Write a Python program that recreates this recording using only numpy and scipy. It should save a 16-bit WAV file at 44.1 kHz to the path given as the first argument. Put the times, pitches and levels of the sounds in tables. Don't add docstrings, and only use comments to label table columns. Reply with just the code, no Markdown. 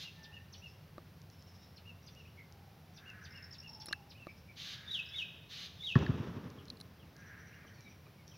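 import sys
import numpy as np
from scipy import signal
from scipy.fft import rfft, irfft, next_fast_len
from scipy.io import wavfile

SR = 44100
rng = np.random.default_rng(int(sys.argv[2]) if len(sys.argv) > 2 else 0)


def log_audio(samples):
    frames = np.atleast_2d(samples).T
    limited = np.clip(frames, -1, 1)
    pcm = np.round(limited * 32767).astype(np.int16)
    wavfile.write(sys.argv[1], SR, pcm)


N = 369116
T = np.arange(N) / SR


def from_db(db):
    return 10 ** (np.asarray(db) / 20)


def rms_one(x):
    return x / np.sqrt(np.mean(x ** 2) + 1e-20)


def add(out, s, x):
    at = round(s * SR)
    x, at = x[max(-at, 0):], max(at, 0)
    out[at:at + len(x)] += x[:max(len(out) - at, 0)]


def colour(x, spectrum):
    hz, db = np.transpose(spectrum)
    size = next_fast_len(len(x))
    octave, knots = np.log2(np.arange(size // 2 + 1) * SR / size + 1), np.log2(hz)
    outside = np.abs(octave - np.clip(octave, knots[0], knots[-1]))
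    gain = from_db(np.interp(octave, knots, db) - 30 * outside)
    return irfft(rfft(x, size) * gain, size)[:len(x)]


def noise(spectrum):
    return rms_one(colour(rng.standard_normal(N), spectrum))


def wander(t, per_s):
    knots = rng.standard_normal(N // 20)
    return np.interp(t * per_s, np.arange(len(knots)), knots)


def band(x, low_hz, high_hz):
    sos = signal.butter(2, [low_hz, min(high_hz, .45 * SR)], "band", fs=SR, output="sos")
    return signal.sosfilt(sos, x + 1e-18)


def resonate(x, hz, width_hz):
    r = np.exp(-np.pi * width_hz / SR)
    feedback = [1, -2 * r * np.cos(2 * np.pi * hz / SR), r * r]
    return signal.lfilter(np.array([1, 0, -1]) * (1 - r * r) / 2, feedback, x + 1e-18)


def trees(x, near_db, far_db, near_t60=0.13, far_t60=0.86):
    t = T[:SR]
    near, far = rng.standard_normal((2, SR)) * (1 - np.exp(-t / 0.003))
    near = rms_one(near * from_db(-60 * t / near_t60))
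    far = rms_one(far * from_db(-60 * t / far_t60))
    far = signal.sosfilt(signal.butter(1, 6000, fs=SR, output="sos"), far)
    echoes = (from_db(near_db) * near + from_db(far_db) * far) / np.sqrt(SR)
    return signal.fftconvolve(x, echoes)[:N]


# f/Hz, relative level/dB
FAR_RUMBLE = [(25, -55), (40, -16), (60, -14), (75, -4), (90, 3), (120, -4.5), (160, -0.5), (200, -9),
              (250, -14), (400, -31)]
FIELD_HISS = [(250, -2), (400, 1.5), (700, -1.5), (1200, -5.5), (2500, -8.5), (4000, -12), (5600, -13),
              (6800, -22.5), (8000, -27), (9500, -24), (11500, -19), (16000, -17.5)]
SIDE_HISS = [(53, -38), (90, -12), (124, -11), (161, -13), (222, -0.5), (667, 1), (743, 1), (3290, -7),
             (5510, -19.5), (14200, -7), (15500, -9)]

def field_air():
    rumble = from_db(-58 + 0.39 * wander(T, 1.7)) * noise(FAR_RUMBLE)
    hiss = from_db(-65) * noise(FIELD_HISS)
    side = from_db(-77) * noise(SIDE_HISS)
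    return rumble + hiss + np.array([side, -side])


# start t/s, end t/s, level/dB, tilt/(dB per octave)
RASP_CALLS = [(-.12, 0.057, -50, 7.5), (4.554, 4.759, -50, 6), (5.485, 5.675, -50.5, 6)]
# f/Hz, relative level/dB
THROAT = [(590, -58), (1000, -48), (1140, -7), (1260, -11.5), (1360, -10), (1570, -6.5), (2070, -7.5),
          (3120, -3.5), (3890, -2.5), (5600, -17.5), (6180, -17.5), (8240, -44), (12100, -40), (14000, -47)]

def rasps(pulse_hz=215, jitter=0.19, depth=0.19, attack_s=0.037, release_s=0.017):
    out = np.zeros(N)
    for start, end, db, tilt in RASP_CALLS:
        t = T[:int((end - start) * SR)]
        phase = 2 * np.pi * np.cumsum(pulse_hz * (1 + jitter * wander(t, 312))) / SR
        chopped = rng.standard_normal(len(t)) * (1 + depth * np.cos(phase))
        throat = [(hz, level + tilt * np.log2(hz)) for hz, level in THROAT]
        swell = np.minimum(t / attack_s, 1) * np.minimum((t[-1] - t) / release_s, 1)
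        add(out, start, from_db(db) * swell * rms_one(colour(chopped, throat)))
    return out + trees(out, near_db=-3, far_db=-2)


SYLLABLES = { "tsit": [(0, .87, -15), (.2, 1, -9.5), (.45, .8, -3.5), (.62, .64, -5), (1, 0.353, -12.5)],
             "tew": [(0, .86, -17), (.18, .98, -6.5), (.38, 1.005, -1), (.8, .94, -5), (1, .89, -15)],
             "twit": [(0, 1.02, -9), (.26, .955, -2), (.38, .97, -18), (.58, 1.03, -15), (.67, 1.025, -1.5),
             (.87, .975, -3.5), (1, .88, -9)], "slur": [(0, .99, -6.5), (.26, 0.98, -6), (.41, .875, -1.5),
             (.56, .78, -4), (.76, .705, -5.5), (1, .645, -5.5)], "rise": [(0, .87, -1.5), (.6, 1, -1),
             (1, 1.1, -6)], "fall": [(0, 1.05, 3.5), (.3, 1.01, 2.5), (1, .93, -2)], "glide": [(0, 1, 0),
             (.5, .89, -5), (1, .79, 1.5)], "buzz": [(0, 1, -10), (.3, 1, 0), (.7, .985, 0), (1, .98, -10)],
             "hoot": [(0, 1.01, -10), (.1, 1.02, 1), (.8, .93, -4), (1, .9, -10)],
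             "peep": [(0, 0.97, -13.5), (.4, 0.97, -1.5), (1, 0.99, -0.5)], }
PITCH_WAVER = {"tsit": .06, "tew": .003, "twit": .01, "slur": .015, "rise": .03, "fall": .018, "glide":
               .015, "buzz": .055, "hoot": .07, "peep": .018}

def whistles(notes, flutter_db, overtone_db, hoarse_db):
    out = np.zeros(N)
    for s, shape, length, hz, db in notes:
        t = T[:int(length * SR)]
        share, ratio, swell = np.transpose(SYLLABLES[shape])
        pitch = hz * np.interp(t / length, share, ratio) * (1 + PITCH_WAVER[shape] * wander(t, 608))
        phase = 2 * np.pi * np.cumsum(pitch) / SR
        level = from_db(db + np.interp(t / length, share, swell) + flutter_db * wander(t, 251))
        smear = wander(t, 1500)
        overtones = np.sin(2 * phase + smear) + .5 * np.sin(3 * phase + smear)
        hoarseness = rms_one(band(rng.standard_normal(SR), 2800, 6140))[:len(t)]
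        tone = np.sin(phase) + from_db(overtone_db) * overtones + from_db(hoarse_db) * hoarseness
        add(out, s, np.sqrt(2) * level * tone * signal.windows.tukey(len(t), .08))
    return out


# t/s, tsit level/dB, tew level/dB, tew f/Hz
SONG_PHRASES = [(-.062, -51, -49.5, 2860), (0.228, -50.5, -51.5, 2877), (.524, -49, -51.5, 2850),
                (1.759, -53.5, -53.5, 2846), (2.062, -52, -57, 2886), (2.96, -53, -51, 2840),
                (3.239, -51.5, -54, 2860), (3.528, -52, -53.5, 2844), (3.796, -50.5, -52, 2830),
                (4.096, -51.5, -57, 2747)]

def two_note_song(tsit_hz=6040, tsit_s=.03, tew_after_s=.092, tew_s=0.0639):
    notes = []
    for s, tsit_db, tew_db, tew_hz in SONG_PHRASES:
        notes.append((s, "tsit", tsit_s, tsit_hz, tsit_db))
        notes.append((s + tew_after_s, "tew", tew_s, tew_hz, tew_db))
    song = whistles(notes, flutter_db=-0.2, overtone_db=-36, hoarse_db=-22.5)
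    return song + trees(song, near_db=-2.5, far_db=-8.5)


# t/s, syllable, length/s, f/Hz, level/dB before distance
WOOD_CALLS = [(.14, "peep", .27, 1834, -59), (.15, "hoot", 0.29, 860, -70.5),
              (1.555, "peep", 0.084, 3860, -67), (2.25, "rise", 0.042, 2790, -59),
              (2.372, "buzz", 0.061, 2132, -54.5), (2.46, "hoot", 0.66, 801, -69),
              (3.66, "hoot", 0.47, 868, -61.5), (4.15, "rise", 0.037, 2750, -56.5),
              (4.275, "buzz", 0.046, 2360, -53), (4.475, "buzz", 0.048, 2350, -57),
              (5.058, "fall", .014, 5070, -59), (5.088, "fall", 0.016, 5270, -53.5),
              (5.143, "fall", 0.023, 2160, -54.5), (5.828, "fall", 0.016, 2190, -56),
              (6.585, "fall", 0.0164, 3100, -58.5), (6.995, "glide", 0.041, 3360, -63.5),
              (7.525, "rise", 0.022, 2710, -56.5), (7.677, "fall", 0.0094, 3090, -60),
              (7.735, "glide", 0.15, 4620, -67), (7.85, "buzz", 0.048, 2340, -60),
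              (8.315, "fall", 0.012, 3140, -59)]

def far_calls(notes=WOOD_CALLS):
    calls = whistles(notes, flutter_db=2.5, overtone_db=-36, hoarse_db=-32)
    return from_db(-4) * calls + trees(calls, near_db=-7.5, far_db=-10.5)


# start t/s, end t/s,
# f/Hz, level/dB before distance
TRILL_RUNS = [(0.555, .59, 5620, -60), (0.664, .7, 5440, -63.5), (1.306, 1.42, 5390, -64),
              (1.461, 1.66, 5340, -60), (2.019, 2.2, 5640, -64.5), (2.935, 2.98, 5740, -63),
              (3.21, 3.26, 5760, -63), (4.278, 4.39, 5290, -65.5), (7.179, 7.29, 5740, -65.5),
              (7.379, 7.57, 5690, -65.5), (7.658, 7.93, 5680, -65.5), (8.264, 8.37, 5620, -59.5)]

def far_trill(step_s=.074, note_s=0.038):
    notes = [(s, "buzz", note_s, hz, db)
             for start, end, hz, db in TRILL_RUNS for s in np.arange(start, end, step_s)]
    trill = whistles(notes, flutter_db=3, overtone_db=-40, hoarse_db=-10)
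    return from_db(-8) * trill + trees(trill, near_db=-5.5, far_db=-4.5)


# t/s, level/dB
TOUCHES = [(0.9814, -36.5), (3.8847, -42), (3.9106, -40), (4.2696, -35), (7.65, -48), (8.068, -49)]
# f/Hz, relative level/dB, t60/s
BODY_MODES = [(350, -10, 0.05), (605, -1.5, 0.012), (1180, -5.5, 0.022), (1700, -19, 0.012),
              (3930, -17, 0.011)]

def knocks(spread_db=1.26):
    out, t = np.zeros(N), T[:SR // 8]
    for s, db in TOUCHES:
        for hz, mode_db, t60 in BODY_MODES:
            decay = from_db(db + mode_db + rng.normal(0, spread_db) - 60 * t / t60)
            add(out, s, decay * np.sin(2 * np.pi * hz * t))
    return out


# t/s, level/dB
DRY_TICKS = [(1.2176, -45), (1.301, -43.5), (1.4246, -45), (2.1506, -46), (2.5243, -42.5), (3.1008, -44),
             (3.6347, -46), (5.9904, -39.5), (6.5026, -42), (6.6553, -44), (7.1658, -42.5), (7.8078, -43),
             (8.2795, -41)]

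def ticks(low_hz=4300, high_hz=6500, makeup_db=17):
    out = np.zeros(N)
    for s, db in DRY_TICKS:
        add(out, s, from_db([db + makeup_db]))
    return band(out, low_hz, high_hz)


# start t/s, end t/s, throat resonance f/Hz, level/dB before distance
FOWL_CRIES = [(2.95, 3.299, 1650, -58), (3.2, 3.496, 1814, -60), (4.621, 4.977, 1690, -59.5),
              (4.925, 5.306, 1660, -65.5), (7.13, 7.462, 1690, -57.5), (7.381, 7.767, 1800, -62)]

def far_fowl(pitch_hz=215, jitter=0.0602, width_hz=520):
    out = np.zeros(N)
    for start, end, hz, db in FOWL_CRIES:
        t = T[:int((end - start) * SR)]
        arch = np.abs(np.sin(np.pi * t / t[-1]))
        cycles = np.cumsum(pitch_hz * (.9 + .1 * arch + jitter * wander(t, 200))) / SR
        pulses = np.diff(np.floor(cycles), prepend=0)
        cry = band(resonate(pulses, hz, width_hz), 0.72 * hz, 1.26 * hz)
        add(out, start, from_db(db) * rms_one(cry * arch ** 0.6))
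    return trees(out, near_db=-5.5, far_db=-2.5)


TWITTER_TIMES = [3.305, 3.357, 3.424, 3.508, 3.583, 3.675, 3.73, 3.799, 3.866]

def twitter(note_s=.028, start_hz=5306, climb_hz_per_s=280, full_db=-46.5, soft_db=9, swell_s=0.089):
    notes = []
    for s in TWITTER_TIMES:
        elapsed = s - TWITTER_TIMES[0]
        db = full_db - soft_db * np.exp(-elapsed / swell_s)
        notes.append((s, "twit", note_s, start_hz + climb_hz_per_s * elapsed, db))
    run = whistles(notes, flutter_db=1, overtone_db=-45, hoarse_db=-20)
    return run + trees(run, near_db=-5, far_db=-14)


# t/s, then peak level/dB of the low, middle and high ring
CLOSE_SNAPS = [(3.8575, -55, -48, -37), (3.8647, -60, -46, -48), (3.884, -45.5, -42.5, -50),
               (3.9265, -41, -25.5, -44), (3.929, -26, -61, -49), (6.0627, -34.5, -43.5, -68),
               (6.681, -72, -46, -68), (6.701, -73, -34.5, -51.5), (6.77, -70, -51, -69),
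               (6.801, -74, -44.5, -54), (6.81, -53.5, -39.5, -53)]
# f/Hz, width/Hz
RINGS = [(1690, 170), (4150, 340), (10000, 990)]

def snaps(slip_s=0.0012):
    out, t = np.zeros(N), T[:SR // 20]
    for s, *levels in CLOSE_SNAPS:
        for db, (hz, width) in zip(levels, RINGS):
            grit = rng.standard_normal(len(t)) * t * np.exp(-t / slip_s)
            ring = resonate(band(grit, hz * 0.56, hz * 1.57), hz, width)
            add(out, s, from_db(db) * ring / np.abs(ring).max())
    return out


# t/s, length/s, f/Hz, level/dB
DOWN_SLURS = [(4.905, .1, 3898, -36), (5.156, .078, 3792, -36.5), (5.832, .1, 3857, -36.5)]

def slurs(lead_s=.042, lead_ratio=0.94, lead_drop_db=10, trunk_delay_s=0.024, trunk_db=-14):
    notes = []
    for s, length, hz, db in DOWN_SLURS:
        notes.append((s - lead_s, "peep", lead_s, lead_ratio * hz, db - lead_drop_db))
        notes.append((s, "slur", length, hz, db))
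    direct = whistles(notes, flutter_db=2, overtone_db=-33.5, hoarse_db=-22)
    trunk_echo = np.zeros(N)
    add(trunk_echo, trunk_delay_s, from_db(trunk_db) * direct)
    return direct + trunk_echo + trees(direct, near_db=-4.5, far_db=-4)


# t/s, level/dB before distance
SHOT_ARRIVALS = [(5.954, -8), (6.089, -16), (6.138, -26), (6.196, -25), (6.367, -30.5)]
# f/Hz, relative level/dB
CRACK_SPECTRUM = [(600, -36), (820, -11), (1100, 5.5), (1450, -17), (1780, -0.5), (2300, -31), (3700, -24),
                  (5800, -36), (7500, -53)]
ROLL_SPECTRUM = [(24, -55), (40, -72), (66, -8), (174, -5), (229, -9), (422, -14.5), (761, -27.5),
                 (1070, -23), (1680, -28.5), (2160, -34), (3640, -36.5), (4260, -44), (5720, -42.5),
                 (9000, -72), (11700, -101), (19800, -120)]

def gunshot(blast_s=.0046, lag_s=0.00304, bounce_s=0.00778, bounce_db=-4, crack_db=-25, crack_t60=0.046):
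    blasts, crack = np.zeros((2, N))
    n_wave = np.linspace(-1, 1, int(blast_s * SR))
    for s, db in SHOT_ARRIVALS:
        add(blasts, s + lag_s, from_db(db) * n_wave)
        add(blasts, s + lag_s + bounce_s, from_db(db + bounce_db) * n_wave)
    thumps = band(band(blasts, 72, 300), 42, 700)
    shot_s, t = SHOT_ARRIVALS[0][0], T[:SR]
    crack_level = np.minimum(t / 0.0011, 1) * from_db(crack_db - 60 * t / crack_t60)
    add(crack, shot_s, noise(CRACK_SPECTRUM)[:SR] * crack_level)
    age = np.maximum(T - shot_s, 0)
    dying = from_db(-34.5 - 30.5 * age)
    lingering = from_db(-57.5 - 6.5 * age)
    roll_level = np.minimum(age / 0.0045, 1) * np.hypot(dying, lingering)
    roll = noise(ROLL_SPECTRUM) * roll_level * from_db(2.5 * wander(T, 70))
    return thumps + crack + roll


def far_chatter(start_s=7.03, end_s=8.3, step_s=.14, low_hz=2190, high_hz=2596, note_s=0.0303, db=-65.5):
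    notes = []
    for s in np.arange(start_s, end_s, step_s):
        late, turn, stretch, height = rng.random(4)
        shape = "fall" if turn > .5 else "rise"
        hz = low_hz + height * (high_hz - low_hz)
        notes.append((s + .5 * late * step_s, shape, note_s * (.5 + stretch), hz, db))
    return far_calls(notes)


# f/Hz, gain/dB
MIC_RESPONSE = [(300, 0.5), (6300, -2), (7200, -6), (8200, -12), (9500, -4), (11500, 5.5), (16000, 0)]

def scene():
    air, churr = field_air(), rasps()
    birds = two_note_song() + far_calls() + far_trill() + far_fowl() + twitter() + slurs() + far_chatter()
    return air + churr + colour(birds + ticks(), MIC_RESPONSE) + knocks() + snaps() + gunshot()


def record(dry):
    return signal.sosfilt(signal.ellip(12, .1, 70, 15800, fs=SR, output="sos"), dry)


dry = scene()
out = record(dry)
log_audio(out)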